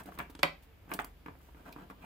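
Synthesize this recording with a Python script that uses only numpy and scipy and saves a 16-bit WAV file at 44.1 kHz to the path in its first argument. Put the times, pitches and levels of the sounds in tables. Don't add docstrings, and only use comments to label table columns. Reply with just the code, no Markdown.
import sys
import numpy as np
from scipy import signal
from scipy.fft import irfft
from scipy.io import wavfile

SR = 44100
rng = np.random.default_rng(int(sys.argv[2]) if len(sys.argv) > 2 else 0)


def elevation(decibels):
    levels = np.asarray(decibels, float)
    return 10 ** (levels / 20)


def wrap_up_sound(samples):
    columns = np.atleast_2d(samples).T
    tamed = np.clip(columns, -1, 1)
    steps = np.round(tamed * 32767).astype(np.int16)
    wavfile.write(sys.argv[1], SR, steps)


N = 90404
TAIL = 16384
DELAY_S = 0.001042
MODE_SPREAD_DB = 2.0


def rms_one(x):
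    return x / np.sqrt(np.mean(x ** 2) + 1e-20)


def at_hz(points, hz):
    table = np.array(points)
    return np.interp(np.log(hz), np.log(table[:, 0]), table[:, 1])


def drift(rate_hz):
    pole = np.exp(-80 * np.pi * rate_hz / SR)
    white = rng.standard_normal(N // 40 + 2002)
    slow = signal.lfilter([1], [1, -2 * pole, pole * pole], white)[2000:]
    return np.interp(np.arange(N) / 40, np.arange(len(slow)), rms_one(slow))


def high_pass(x, cut_hz, order=2):
    return signal.sosfilt(signal.butter(order, cut_hz, "high", fs=SR, output="sos"), x)


def band_pass(x, edges_hz):
    return signal.sosfilt(signal.butter(2, edges_hz, "band", fs=SR, output="sos"), x)


def soften(x, cut_hz):
    cut_hz = np.clip(cut_hz, 200, 16000)
    return signal.sosfilt(signal.butter(2, cut_hz, fs=SR, output="sos"), x)


def add(out, s, sound):
    i = max(int(s * SR), 0)
    out[:, i:i + sound.shape[1]] += sound


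def dying(t60):
    t60 = np.maximum(np.asarray(t60), .002)
    return elevation(-60 * np.arange(TAIL) / SR / t60[..., None])


EDGES = 28 * 2 ** np.arange(0, 9.6, .5)


def bands(size, alike):
    white, out = rng.standard_normal((2, 2, size + 4000)), []
    centres = np.sqrt(EDGES[1:] * EDGES[:-1])
    for k, (low, high) in enumerate(zip(EDGES, EDGES[1:])):
        mid, side = band_pass(white[k % 2], [low, high])[:, 4000:]
        c = np.clip(at_hz(alike, centres[k]), -.99, .99)
        out.append(np.sqrt(1 + c) * mid + np.sqrt(1 - c) * side * [[1], [-1]])
    return centres, np.array(out)


# (frequency [Hz], coherence [-1 to 1])
NEAR_COHERENCE = [(100, .98), (350, .93), (700, .5), (1300, -.15), (3000, .3), (12000, .2)]


def dense(spectrum, t60_table):
    hz, noise = bands(TAIL, NEAR_COHERENCE)
    decay = elevation(at_hz(spectrum, hz))[:, None] * dying(at_hz(t60_table, hz))
    out = np.sum(noise * decay[:, None], axis=0)
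    return out / np.sqrt(np.mean(out[:, :128] ** 2)) / 2


def ringing(modes, spread_db):
    hz, db, t60 = np.transpose(modes)
    luck = rng.standard_normal((len(hz), 3))
    lag = np.arccos(np.clip(at_hz(NEAR_COHERENCE, hz), -1, 1)) * np.sign(luck[:, 2])
    phase = 2 * np.pi * hz[:, None] * np.arange(TAIL) / SR
    decay = dying(np.minimum(t60, .2))
    channels = []
    for k in (0, 1):
        waves = np.sin(phase + k * lag[:, None] * (phase > np.pi))
        channels.append(elevation(db + spread_db * luck[:, k]) @ (waves * decay))
    return np.array(channels)


# (time [s], peak level [dB])
LANDING = [
    (0.429, -12.5),
]
# (delay [s], level [dB])
BOUNCES = [
    (0, -4),
    (.0014, 1),
    (.0031, -1),
    (.0045, -6),
    (.008, -6),
]
# (frequency [Hz], level [dB], t60 [s])
LANDING_MODES = [(161.5, -14.5, 0.53), (214, -26.5, 0.28), (306.4, -9.5, 0.062), (475, -11.5, 0.062),
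                 (559, -3.5, 0.1), (767, -6, 0.1), (1066, -1.5, 0.038), (1620, -12.5, 0.087),
                 (2065, -11, 0.05), (2348, -13, 0.17), (2368, -12, 0.045), (2540, -13.5, 0.11),
                 (2950, -21, 0.11), (3000, -29, 0.023)]
# (frequency [Hz], level [dB], t60 [s])
BARREL_MODES = [(2035, -5.5, 0.008), (2400, -2.5, 0.007), (3200, -13.5, 0.015), (4430, -14, 0.007)]
# (frequency [Hz], t60 [s])
CRACK_T60 = [(150, 0.12), (600, 0.17), (1500, .03), (2500, .015), (6000, 0.013)]
# (frequency [Hz], density [dB per Hz])
WOOD_SPECTRUM = [(59, -30), (100, -2.5), (676, -10.5), (1310, 2), (1520, -2.5), (2320, 0.5), (4570, -7.5),
                 (6150, -38), (16000, -14)]


def knock():
    cut_hz, low_hz = 6170, 380
    dense_db, modes_db = -6.5, -8
    build_s = .002
    out, (s, db) = np.zeros((2, N + TAIL)), LANDING[0]
    fade_in = np.minimum(np.arange(TAIL) / SR / build_s, 1)
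    ring = ringing(LANDING_MODES, MODE_SPREAD_DB) * fade_in
    add(out, s + DELAY_S, -elevation(db + modes_db) * ring)
    for delay, touch_db in BOUNCES:
        body = elevation(dense_db) * dense(WOOD_SPECTRUM, CRACK_T60) - ringing(BARREL_MODES, MODE_SPREAD_DB)
        crack = high_pass(soften(body, cut_hz), low_hz)
        add(out, s + DELAY_S + delay, elevation(db + touch_db) * crack)
    return out[:, :N]


# (time [s], peak level [dB], strongest ring [Hz], plank boom re tap [dB], ring re tap [dB])
LIGHT_TAPS = [(0.001, -40, 1250, -18, -12), (0.056, -45, 575, -1, -5), (0.087, -49, 762, -21, 14.5),
              (0.12, -45.5, 1120, -18, 5), (0.175, -40.5, 1090, -9.5, -10), (0.187, -32, 1270, -11.5, -9.5),
              (.1925, -31.5, 1220, -24, -3), (0.2, -28, 1007, -14.5, 2.5), (.208, -49.5, 810, 2, -8),
              (0.214, -40, 705, -16, -4), (0.296, -49, 930, -0.5, 3), (0.349, -42.5, 1510, -5, -5),
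              (0.391, -41, 560, -3.5, -13), (.834, -60, 557, -2, 0), (.878, -50.5, 740, -2, 0),
              (.9, -43, 780, -12, -6), (0.915, -28.5, 1144, -9, 0.5), (.947, -45.5, 920, 6, -12),
              (0.9895, -25, 1166, -52, 0.5), (.997, -33, 800, -13, 8.5), (1.005, -37.5, 790, -17, 6.5),
              (1.2595, -36.5, 1156, -6, -5), (1.2825, -40.5, 984, -3.5, 10), (1.352, -50.5, 550, -9, -1),
              (1.403, -54.5, 1280, -12, -1), (1.487, -52.5, 946, -7, 3), (1.545, -47.5, 590, -3.5, -8),
              (1.603, -58, 570, 1, -7), (1.66, -44.5, 820, -24, -5), (1.682, -49, 580, -3.5, 0),
              (1.761, -45, 976, 0, 7), (1.784, -52.5, 1200, 5, 13), (1.899, -41, 1144, -8, 3),
              (1.91, -45.5, 1460, -8, -14), (2.028, -47, 940, -27, -5), (2.04, -46, 770, -25, 3.5),
              (1.043, -43, 1020, -7.5, 4)]
# (frequency [Hz], level [dB], t60 [s])
PLANK_MODES = [(163.6, -11, 0.6), (223.6, -20, 0.033), (292, 5.5, 0.047), (323, -8.5, 0.27),
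               (442, -4, 0.12)]
# (frequency [Hz], t60 [s])
WOOD_DECAY = [(150, 0.19), (600, 0.089), (2000, 0.039), (6000, 0.01), (14000, 0.014)]


def taps():
    cut_hz, harder_per_db = 1657, 0.18
    low_hz = 507
    boom_trim_db, dense_db, ring_trim_db, ring_t60 = -4.5, 4.5, -2.5, .028
    out = np.zeros((2, N + TAIL))
    woods = [high_pass(dense(WOOD_SPECTRUM, WOOD_DECAY), low_hz) for k in range(5)]
    for k, (s, db, hz, boom_db, ring_db) in enumerate(LIGHT_TAPS):
        boom = elevation(boom_trim_db + boom_db) * ringing(PLANK_MODES, 2.0)
        wood = elevation(dense_db) * woods[k % 5]
        barrel = [(hz, ring_trim_db, ring_t60), (0.95 * hz, ring_trim_db - 15.5, ring_t60)]
        body = boom + wood + elevation(ring_db) * ringing(barrel, MODE_SPREAD_DB)
        hardness = elevation(harder_per_db * (db + 31.5))
        add(out, s + DELAY_S, -elevation(db) * soften(body, cut_hz * hardness))
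    return out[:, :N]


# (frequency [Hz], density [dB per Hz])
METAL_SPECTRUM = [(1200, -26), (2500, 2), (4300, -2), (6500, -8.5), (8500, -5.5), (11000, -5.5),
                  (15000, -0.5), (16500, -0.5)]


def snap():
    hz = np.maximum(np.arange(65) * SR / 128, 1)
    click = irfft(elevation(at_hz(METAL_SPECTRUM, hz)))
    return np.roll(click, 64)[None] / np.sqrt(np.sum(click ** 2))


# (time [s], peak level [dB], centre [Hz], width [octaves], rattle length [s])
METAL_TICKS = [(0.033, -50.5, 9250, 0.94, 0.0033), (0.058, -46, 11000, 3.8, 0.003),
               (0.187, -34.5, 12800, 3.2, 0.0022), (.298, -48, 9000, 3.3, 0.0051),
               (0.351, -43.5, 4600, 1.57, 0.0014), (.391, -44.5, 4600, 1.5, 0.0033),
               (0.4312, -21.5, 9800, 1.01, 0.00074), (0.624, -54.5, 8000, 4.8, 0.01),
               (0.909, -49.5, 12100, 0.48, 0.0069), (0.937, -26, 8820, 2.9, 0.0031),
               (1.0005, -45.5, 7240, 0.4, 0.00094), (1.018, -49, 8500, 0.094, 0.00077),
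               (1.045, -35.5, 8600, 1.6, 0.0022), (1.261, -55.5, 9000, 1.34, 0.0021),
               (1.387, -55, 14200, 0.53, 0.00077), (1.724, -44.5, 8600, 1.86, 0.0032),
               (1.725, -52, 4330, 0.58, 0.0044), (1.726, -46.5, 2500, 0.28, 0.0016),
               (1.898, -55, 7040, 1.9, 0.0052), (2.019, -56, 2470, 0.18, 0.017)]


def ticks():
    own_share = .9
    trim_db = 2
    out = np.zeros((2, N + 2 * TAIL))
    for s, db, hz, octaves, length in METAL_TICKS:
        t = np.arange(4096) / SR / max(length, .0002)
        luck = rng.standard_normal((4, 4096))
        touching = luck[0] > .4
        contacts = touching * (luck[1] + own_share * luck[2:]) * (t + 0.49) * np.exp(-t)
        edges = np.clip(hz * 2 ** (np.array([-.5, .5]) * max(octaves, .1)), 500, 19000)
        sound = band_pass(signal.fftconvolve(contacts, snap(), axes=1), edges)
        add(out, s - 64 / SR, elevation(db + trim_db) * sound / np.abs(sound).max())
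    return out[:, :N]


# (start [s], length [s], level [dB], skin hiss brightness [dB])
STROKES = [(-.02, 0.05, -44, -12), (0.061, 0.052, -48, -17), (0.11, 0.098, -57, -8.5),
           (0.191, 0.055, -48, -9.5), (0.213, 0.2, -61, -28), (0.84, 0.053, -64, -29),
           (0.886, 0.095, -45.5, -18), (0.916, 0.026, -39.5, -37), (0.984, 0.05, -50.5, -3),
           (1.251, 0.11, -55, -39.5), (1.387, 0.24, -66.5, -6), (1.543, 0.18, -58.5, -19),
           (1.649, 0.11, -47.5, -19.5), (1.747, 0.15, -51, -22), (1.904, 0.016, -46, -32),
           (1.959, 0.1, -60, -28), (1.999, 0.24, -48, -17)]
# (frequency [Hz], density [dB per Hz])
RUB_SPECTRUM = [(120, -9), (290, -4.5), (550, -3), (1100, -2.5), (1800, -11.5), (2450, -18.5),
                (4500, -29.5), (9000, -43)]
# (frequency [Hz], t60 [s])
HISS_T60 = [(3000, .003), (16000, .002)]


def rubbing():
    slips_per_s, trim_db = 1600, 0.5
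    clumping = elevation(2.5 * drift(30))
    slips = (rng.random(N) < slips_per_s * clumping / SR) * rng.standard_normal(N)
    stroke, hiss, t = np.zeros(N), np.zeros(N), np.arange(N) / SR
    for s, length, db, bright_db in STROKES:
        progress = np.clip((t - s) / length, 0, 1)
        swell = elevation(db + trim_db) * np.sin(np.pi * progress ** 0.56) ** 2
        stroke += swell
        hiss += swell * elevation(bright_db)
    wood = dense(RUB_SPECTRUM, WOOD_DECAY) + elevation(-18) * ringing(PLANK_MODES, 3.0)
    metal = dense(METAL_SPECTRUM, HISS_T60)
    out = 0
    for grain, pressure in ((wood, stroke), (metal, hiss)):
        unit_grain = grain / np.sqrt(np.sum(grain[0] ** 2))
        force = (rms_one(slips) * pressure)[None]
        out = out + signal.fftconvolve(force, unit_grain, axes=1)[:, :N]
    return out


# (time [s], level [dB], frequency [Hz], length [s])
HAND_LEANS = [
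    (0.686, -56, 88, .1),
    (0.778, -55, 92, 0.1),
    (0.631, -66.5, 450, 0.15),
    (1.27, -53, 86.4, 0.089),
    (1.478, -53, 57.3, 0.15),
    (1.83, -63, 90, 0.067),
]


def leans():
    t, out = np.arange(N) / SR, 0
    for s, db, hz, length in HAND_LEANS:
        swell = np.sin(np.pi * np.clip((t - s) / length, 0, 1)) ** 2
        out = out + elevation(db) * swell * np.sin(2 * np.pi * hz * t)
    return out


# (frequency [Hz], t60 [s])
ROOM_DECAY = [(100, 0.22), (260, 0.32), (700, 0.24), (1840, 0.21), (4850, 0.27), (12800, 0.13)]


def room(near):
    level_db, build_s = -20, .007
    # (frequency [Hz], density [dB per Hz])
    colour = [(100, -13), (300, -3), (1000, -4.0), (3000, -1), (5000, -7.0), (7000, 0), (16000, 3.0)]
    build_up = np.minimum(np.arange(TAIL) / SR / build_s, 1)
    answer = dense(colour, ROOM_DECAY) * build_up
    return elevation(level_db) * signal.fftconvolve(near[:1], answer, axes=1)[:, :N] / 2


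# (frequency [Hz], density [dB per Hz])
AIR_SPECTRUM = [(30, -7), (60, -12), (100, -7), (200, -11), (300, -16), (1000, -22.5), (3000, -27.5),
                (7500, -42), (14000, -35.5), (16000, -30)]
# (frequency [Hz], coherence [-1 to 1])
AIR_COHERENCE = [(60, 1), (240, 0.53), (950, 0.26), (4000, 0.083), (15000, .1)]
# (frequency [Hz], rms level [dB])
HUM_TONES = [(45, -65), (67.5, -63.5), (90, -76)]


def background():
    air_db, top_hz = -62, 16150
    patchy_db, wobble_db = 0.9, 2.6
    hz, noise = bands(N, AIR_COHERENCE)
    air = sum(band * elevation(at_hz(AIR_SPECTRUM, f) + patchy_db * drift(0.74)) for f, band in zip(hz, noise))
    level = elevation(air_db) / air[0].std()
    out = level * signal.sosfilt(signal.cheby2(10, 40, top_hz, fs=SR, output="sos"), air)
    for f, db in HUM_TONES:
        turns = f * np.arange(N) / SR + rng.random()
        out = out + np.sqrt(2) * elevation(db + wobble_db * drift(1.6)) * np.sin(2 * np.pi * turns)
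    return out


def scene():
    wood_pan_db, metal_pan_db = -1.17, -4.5
    halves = np.array([[.5], [-.5]])
    wood = knock() + taps() + rubbing()
    near = wood * elevation(halves * wood_pan_db) + ticks() * elevation(halves * metal_pan_db)
    near = high_pass(near, 125, order=4)
    return near + room(near) + background() + leans()


def low_pass(x):
    return signal.sosfilt(signal.butter(12, 16450, fs=SR, output="sos"), x)


def record(dry):
    finished = signal.sosfilt(signal.cheby2(12, 60, 16600, fs=SR, output="sos"), dry)
    return low_pass(finished)


dry = scene()
out = record(dry)
wrap_up_sound(out)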